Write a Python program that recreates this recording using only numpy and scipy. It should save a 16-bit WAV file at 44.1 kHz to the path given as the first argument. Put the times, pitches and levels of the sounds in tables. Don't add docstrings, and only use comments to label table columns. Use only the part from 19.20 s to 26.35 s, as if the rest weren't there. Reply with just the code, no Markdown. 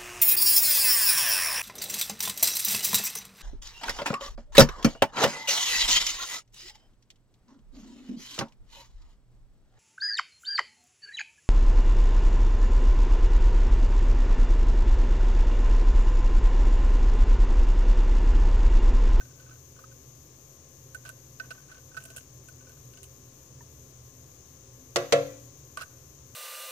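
import sys
import numpy as np
from scipy import signal
from scipy.fft import rfft, irfft, next_fast_len
from scipy.io import wavfile
from scipy.ndimage import uniform_filter1d

SR = 44100
rng = np.random.default_rng(int(sys.argv[2]) if len(sys.argv) > 2 else 0)


def makeup_ratio(level_db):
    decades = np.asarray(level_db, float) / 20
    return 10 ** decades


def unload_wav(signal):
    wavfile.write(
        sys.argv[1],
        SR,
        np.round(np.clip(np.atleast_2d(signal).T, -1, 1) * 32767).astype(np.int16),
    )


N = 315315
TIME = np.arange(N) / SR


def unit(x):
    return x / np.sqrt(np.mean(x ** 2))


def along(points, hz):
    f, v = np.transpose(points)
    return np.interp(np.log(hz + 1), np.log(f + 1), v)


def noise(gain, channels=1):
    m = next_fast_len(N)
    white = rfft(rng.standard_normal((channels, m))) * np.sqrt(SR / 2)
    return irfft(white * gain(np.fft.rfftfreq(m, 1 / SR)), m)[:, :N]


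def coloured(points):
    return lambda hz: makeup_ratio(along(points, hz)) * (hz > points[0][0] / 2) * (hz < points[-1][0])


def fade(t, t60):
    return makeup_ratio(-60 * t / t60)


def swell(t, rise, t60):
    shape = (1 - np.exp(-t / max(rise, 1 / SR))) * fade(t, t60)
    return shape / shape.max()


def add(out, s, piece):
    room_left = out[..., round(s * SR):][..., :piece.shape[-1]]
    room_left += piece[..., :room_left.shape[-1]]


def sides(db):
    return makeup_ratio(np.array([[db / 2], [-db / 2]]))


# freq_hz, left_right_db
CONTACT_BALANCE = [(1500, 0.5), (2800, 1.5), (4500, 0.5), (9000, -5), (14000, -4)]


def stereo_noise(points):
    def gain(hz):
        left_right = [makeup_ratio(along(CONTACT_BALANCE, hz)), 1 + 0 * hz]
        return coloured(points)(hz) * left_right

    pair = noise(gain, channels=2)
    return pair / pair[1].std()


# start_s, ring_db, lower_ring_db, scratch_db, tick_db
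CLICKS = [(0.008, -36, -54, -60, -60), (0.198, -54.5, -63, -74, -68), (0.262, -51, -59, -66, -69),
          (0.29, -59, -53, -68, -67), (0.309, -50, -52, -62, -66), (0.33, -55, -57, -65, -62),
          (0.589, -47, -46.5, -62, -66), (0.639, -54, -43, -74, -63), (0.714, -51, -60, -64, -65),
          (1.747, -33.5, -53, -49, -37), (1.851, -41, -62, -51, -42.5), (1.861, -46, -55, -50, -52),
          (1.878, -48, -60, -55, -51), (1.891, -39, -44, -49.5, -38), (2.199, -26, -37, -43.5, -48),
          (2.245, -51, -55, -66, -64), (2.306, -32, -45, -41.5, -39), (2.312, -37.5, -41, -49, -53),
          (2.515, -38.5, -44.5, -54, -53), (2.545, -48, -60, -58, -64), (2.58, -53, -64, -61, -68),
          (2.714, -49, -57, -73, -67), (2.745, -47, -51, -59, -51), (2.768, -30.5, -34, -45.5, -45),
          (2.774, -30, -37, -49, -44.5), (2.803, -54, -59, -55, -44), (2.824, -68, -63, -60, -51),
          (2.838, -50, -68, -57, -36.5), (2.853, -45, -57, -49.5, -36), (2.902, -43, -64, -49.5, -41.5),
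          (2.963, -45, -60, -47, -32.5), (2.969, -49, -58, -55, -36), (2.978, -41, -67, -68, -48),
          (2.983, -58, -63, -49, -42), (3.285, -49, -58, -55.5, -43.5), (3.494, -51.5, -70, -62, -50),
          (3.735, -55, -63, -59, -50), (3.773, -56, -68, -54, -49), (3.831, -66, -70, -50.5, -38),
          (3.841, -66, -67, -55.5, -43), (6.572, -28, -27.5, -39.5, -33.5), (6.593, -50, -51, -50, -63),
          (6.603, -42, -43, -52, -58), (6.611, -36, -34.5, -41.5, -40), (6.62, -36, -47, -50, -39.5),
          (6.627, -40, -45, -52, -55)]
SNAGS_PER_S, SNAG_SPREAD_DB = 18, 2
# ring_db, lower_ring_db, scratch_db, tick_db
SNAG_DB = (-59.5, -63.5, -62.5, -67)


def contacts():
    stops = [row[0] for row in CLICKS[1:]] + [np.inf]
    rows = [(*row, stop) for row, stop in zip(CLICKS, stops)]
    for s, length, _ in RUBS:
        place, size = rng.random(8), rng.standard_normal((8, 4))
        count = int(np.ceil(SNAGS_PER_S * length))
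        for k in range(count):
            snag_s = s + length * (k + place[k]) / count
            levels_db = np.add(SNAG_DB, SNAG_SPREAD_DB * size[k])
            rows.append((snag_s, *levels_db, np.inf))
    return rows


# pitch_hz, level_re_ring_db, t60_s, left_right_db, left_lead_rad
PRONGS = [(1506, 0, 0.083, -9.5, 1.38), (1826, -15, 0.095, -1.5, 2.66), (2520, -20.5, 0.055, -4, 1.8)]
WALL = [(648, -9, 0.42, 2.6, 1), (515, -10, 0.056, 2.6, .3)]
# freq_hz, level_db
DULL = [(1700, -33), (1900, -13), (2300, -8), (2700, 2.5), (3150, -3.5), (3600, -11.5), (4200, -34)]
# freq_hz, level_db
SHARP = [(3100, -40), (3600, -9.5), (4200, -1), (4900, -4), (5800, -1.5), (6800, -34)]
# freq_hz, level_db
TICK = [(5000, -34), (6200, 0), (7000, 10), (8800, 8.5), (10000, 7), (11500, 3.5), (15000, -3),
        (16500, -31)]
SHARPEN_DB_PER_DB = 0.086


def clicks():
    ring, gates, t = np.zeros((2, N)), np.zeros((3, N)), TIME[:SR // 5]
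    rows = contacts()
    chance = rng.standard_normal((len(rows), 3))
    shapes = [swell(t, 0.00025, 0.05) + 0.99 * fade(t, 0.009),
              swell(t, 0.00098, 0.041) + 0.92 * fade(t, 0.0087),
              swell(t, 0.00012, 0.019) + 0.35 * fade(t, 0.095)]
    for (s, ring_db, lower_db, scratch_db, tick_db, stop), (pitch, grip, size) in zip(rows, chance):
        tilt_db = SHARPEN_DB_PER_DB * (ring_db - tick_db)
        dull, sharp = makeup_ratio(scratch_db - tilt_db), makeup_ratio(scratch_db + tilt_db)
        lower = (1310 + 55 * grip, lower_db - ring_db, .04, -7, 1.4)
        next_touch = fade(np.maximum(t - (stop - s), 0), 0.029)
        damped = next_touch * np.exp(-(t / 0.019) ** 3)
        for hz, db, t60, side_db, lead in PRONGS + [lower] + WALL:
            drive = makeup_ratio(ring_db) if hz > 900 else min(dull, makeup_ratio(ring_db - 1))
            level = drive * makeup_ratio(db + side_db / 4 * size) * swell(t, 0.0019, t60) * damped
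            swing = np.sin(2 * np.pi * hz * (1 + .008 * pitch) * t + [[lead], [0]])
            add(ring, s, level * makeup_ratio([[side_db], [0]]) * swing)
        peaks = np.array([[dull], [sharp], [makeup_ratio(tick_db)]])
        add(gates, s, makeup_ratio(-5.5) * peaks * shapes)
    slips = uniform_filter1d(rng.standard_normal(N), size=40)
    grit = unit(makeup_ratio(2.2 * unit(slips)))
    scratches = sum(gate * stereo_noise(colour) for gate, colour in zip(gates, (DULL, SHARP, TICK)))
    return ring + grit * scratches


# start_s, length_s, level_db_rms
RUBS = [(0.02, 0.097, -67), (.15, 0.21, -69), (.55, 0.12, -68), (1.848, 0.063, -54), (2.206, 0.06, -61),
        (2.305, 0.15, -64), (2.475, .12, -61), (2.74, 0.3, -66), (3.38, 0.19, -73), (3.73, 0.079, -66),
        (6.567, 0.082, -48)]
# freq_hz, level_db
RUB = [(900, -19), (1150, 0), (1400, -17), (1530, 5.5), (1680, -9), (2000, -14), (3000, -15), (5000, -36),
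       (9000, -24), (13000, -36), (15000, -60)]


def rubs():
    gate = np.zeros(N)
    for s, length, db in RUBS:
        add(gate, s, makeup_ratio(db) * signal.windows.tukey(round(length * SR), .4))
    catches = makeup_ratio(4.0 * unit(uniform_filter1d(rng.standard_normal(N), size=500)))
    return gate * unit(catches) * stereo_noise(RUB)


# start_s, crack_db, crack_t60_s, rebound_db
TAPS = [(5.7595, -19, 0.025, -6.5), (5.9232, -16.5, 0.03, -9)]
# pitch_hz, t60_s, first_spot_db, second_spot_db, left_right_db
LID = [(113, .9, -46, -40, 3), (143, .42, -38, -29, 1), (286.6, .7, -45, -35, 4), (359, .25, -25, -35, -5),
       (465, .3, -29, -19, 0), (476, .25, -25, -14.5, 2), (520, .42, -33, -22, 4), (564.5, .3, -24, -13, 0),
       (617, .26, -34, -25, 5), (679.5, .25, -27, -18, 3), (727, .27, -40, -30, 4), (195, .1, -36, -30, 1),
       (320, .1, -38, -34, 0), (410, .1, -34, -28, 0), (853, .1, -45, -36, 6), (1150, .3, -38, -35, -4),
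       (1360, .11, -38, -29, -6), (1428, .08, -34, -37, 8), (1545, .09, -44, -37, -5),
       (1755, .09, -44, -32, -8), (1965, .1, -34, -27, 6), (2150, .1, -42, -31, -5),
       (2396, .1, -44, -34, 6), (2612, .16, -43, -33, -4), (3213, .18, -47, -33, 2),
       (3850, .08, -40, -36, -5), (5010, .08, -45, -40, 7)]
# freq_hz, level_db
CRACK = [(150, -21), (300, 9.5), (700, 9.5), (1000, 1.5), (1500, 4), (3000, 3), (5000, 1.5), (7000, 0.5),
         (10000, -12), (16000, -21.5)]
PHASE_OFFSET_S = 0.002355
RISE_AT_500_HZ_S, REBOUND_S, RATTLE_DB = 0.0055, 0.0061, -30.5
LINGER_DB, LINGER_T60_S = -17, 0.27


def taps():
    body, edge, gate, t = np.zeros((2, N)), np.zeros((2, N)), np.zeros(N), TIME[:SR]
    for spot, (s, crack_db, crack_t60, rebound_db) in enumerate(TAPS):
        for hz, t60, *level_db, side_db in LID:
            apart_rad = rng.standard_normal((2, 1)) * np.clip(hz / 900 - .45, 0, 3)
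            swing = np.sin(2 * np.pi * hz * (t + PHASE_OFFSET_S) + apart_rad)
            attack = 1 - np.exp(-t / RISE_AT_500_HZ_S * np.sqrt(hz / 500))
            dying = fade(t, t60) + (hz > 800) * makeup_ratio(LINGER_DB) * fade(t, LINGER_T60_S)
            mode = makeup_ratio(level_db[spot]) * sides(side_db) * attack * dying * swing
            add(body if hz < 800 else edge, s, mode)
        crack = makeup_ratio(crack_db) * swell(t, 0.00064, crack_t60)
        rattle = makeup_ratio(RATTLE_DB) * fade(t, 0.043)
        add(gate, s, crack + rattle)
        add(gate, s + REBOUND_S, makeup_ratio(crack_db + rebound_db) * swell(t, 0.0016, crack_t60))
    return body, edge + gate * unit(noise(coloured(CRACK), channels=2))


SHIMMER_COUNT, SHIMMER_DB_PER_OCT = 60, -2.5
SHIMMER_RE_CRACK_DB, SHIMMER_T60_S = -25.5, 0.29


def shimmer():
    out, t = np.zeros((2, N)), TIME[:SR // 2]
    octave = 2.7 * rng.random((SHIMMER_COUNT, 1))
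    decay = fade(t, SHIMMER_T60_S / (1 + 0.49 * octave))
    for s, crack_db, *_ in TAPS:
        for ear in out:
            size, phase = rng.standard_normal((SHIMMER_COUNT, 1)), rng.random((SHIMMER_COUNT, 1))
            swing = np.sin(2 * np.pi * (1000 * 2 ** octave * t + phase))
            modes = makeup_ratio(SHIMMER_DB_PER_OCT * octave + 4.5 * size) * swing * decay
            add(ear, s, makeup_ratio(crack_db + SHIMMER_RE_CRACK_DB) * modes.sum(axis=0))
    return out


KNOCK_S = 4.407
# pitch_hz, level_db, t60_s
KNOCK = [(958, -53, .055), (1793, -56, .035), (420, -58, .03)]


def knock():
    out, t = np.zeros((2, N)), TIME[:SR // 5]
    for hz, db, t60 in KNOCK:
        add(out, KNOCK_S, makeup_ratio(db) * sides(-12) * swell(t, 0.0011, t60) * np.sin(2 * np.pi * hz * t))
    return out


# freq_hz, t60_s
ROOM = [(300, 0.54), (1500, 0.59), (4000, 0.45), (8000, 0.26), (14000, 0.4)]


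def room(x):
    hz, t, z = signal.stft(rng.standard_normal((2, SR // 2)), SR, nperseg=256)
    decaying = z * fade(t, along(ROOM, hz)[:, None])
    tail = signal.istft(decaying, SR, nperseg=256)[1]
    return signal.fftconvolve(x, tail / np.linalg.norm(tail[0]), axes=1)[:, :N]


# freq_hz, relative_db_per_hz
HISS_LEFT = [(1000, -112), (2500, -103), (4500, -101), (5500, -95), (6100, -85.5), (6600, -84), (7100, -91),
             (7900, -101), (9500, -104), (10900, -107), (13600, -104), (14500, -99.5), (15300, -95.5),
             (15600, -140)]
# freq_hz, level_db_per_hz
HISS_RIGHT = [(800, -108), (2500, -105), (4500, -107), (6200, -111), (10000, -109), (15300, -106),
              (15600, -140)]
# freq_hz, relative_db_per_hz
FLICKER = [(10900, -115), (11500, -102), (12200, -94), (12800, -99.5), (13200, -88.5), (13600, -115)]
# start_s, length_s
GAPS = [(0.094, 0.062), (0.232, 0.094), (0.531, 0.059), (0.646, 0.072), (1.089, 0.073), (1.376, 0.11),
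        (2.432, 0.15), (2.703, 0.06), (3.052, 0.076), (3.186, 0.039), (3.367, 0.12), (3.743, 0.083),
        (4.276, 0.13), (4.442, 0.041), (4.719, 0.11), (5.168, 0.091), (5.368, 0.16), (5.95, 0.063),
        (6.13, 0.063), (6.285, 0.085), (6.973, 0.093)]
BLINKS_PER_S, BLINK_S = 2, .02
HISS_DB, SURGE_DB, SURGE_S = -52.5, 4.5, 0.22


def hiss_and_flicker():
    present, surge_db = np.ones(N), np.zeros(N)
    blinks = [(s, BLINK_S) for s in rng.random(round(BLINKS_PER_S * N / SR)) * N / SR]
    for start, length in GAPS + blinks:
        present[(TIME > start) & (TIME < start + length)] = .05
    for s, *_ in TAPS:
        add(surge_db, s, SURGE_DB * np.exp(-TIME[:SR] / SURGE_S))
    flicker = uniform_filter1d(present, size=400) * noise(coloured(FLICKER))[0]
    steady = noise(coloured(HISS_LEFT))[0]
    left = (steady + flicker) / steady.std() * makeup_ratio(HISS_DB + surge_db)
    return np.array([left, noise(coloured(HISS_RIGHT))[0]])


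# freq_hz, level_db_per_hz
AIR = [(30, -108), (45, -104), (60, -77), (160, -86), (210, -90.5), (300, -87), (520, -89.5), (620, -94.5),
       (1000, -99), (2000, -106), (5000, -118)]
# freq_hz, likeness
ALIKE = [(60, 1), (150, 0.76), (230, 0.81), (500, 0.76), (780, -0.55), (1200, 0.15), (1800, -0.33)]
# pitch_hz, width_hz, relative_db_per_hz
BOOM = [(57.6, 11.4, -82.5), (81.9, 5.6, -73), (120.15, 2.56, -67), (124.74, 1.24, -64), (133.5, 13, -77.5),
        (141.9, 5.4, -73.5), (255.7, 6, -79), (390, 9.2, -86), (427, 3.7, -99.5), (532.8, 6.9, -84),
        (650, 2.2, -89.5)]
# time_s, level_db_rms
SWELL = [(0, -54), (1.2, -56.5), (2.4, -54), (3, -57.5), (4.1, -51.5), (4.5, -52.5), (5.3, -56.5),
         (6, -54.5), (6.6, -57), (7.15, -54)]
# pitch_hz, level_db_rms, left_right_db
WHINE = [(763, -91, 25), (884, -99, -37), (965, -108.5, -28), (1068, -76.5, 0), (1180, -82, -3),
         (1690, -88.5, -16)]


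def background():
    def air_gain(hz):
        turn = np.arccos(np.clip(along(ALIKE, hz), -1, 1)) / 2
        return coloured(AIR)(hz) * [np.cos(turn), np.sin(turn)]

    def tone_gain(f):
        return np.sqrt(sum(makeup_ratio(db) ** 2 / (1 + (2 * (f - hz) / w) ** 4) for hz, w, db in BOOM))

    mid, side = noise(air_gain, channels=2)
    air = np.array([mid + side, mid - side])
    s, boom_db = np.transpose(SWELL)
    tones = unit(noise(tone_gain)) * makeup_ratio(np.interp(TIME, s, boom_db)) * sides(-0.85)
    whine = np.zeros((2, N))
    for hz, db, side_db in WHINE:
        swing = np.sin(2 * np.pi * (hz * TIME + rng.random()))
        whine += np.sqrt(2) * makeup_ratio(db) * sides(side_db) * swing
    return air + tones + whine


def scene():
    ring, crack = taps()
    light = clicks() + knock() + rubs()
    sent = makeup_ratio(-11.5) * crack + makeup_ratio(-17.5) * ring + makeup_ratio(-21) * light
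    return ring + crack + shimmer() + light + room(sent) + background() + hiss_and_flicker()


def band_limit(x):
    return signal.sosfilt(signal.butter(12, 16820, fs=SR, output="sos"), x)


def record(dry):
    steep = signal.butter(3, 45, "highpass", fs=SR, output="sos")
    mix = signal.sosfilt(steep, dry) - .0004
    return band_limit(mix)


dry = scene()
out = record(dry)
unload_wav(out)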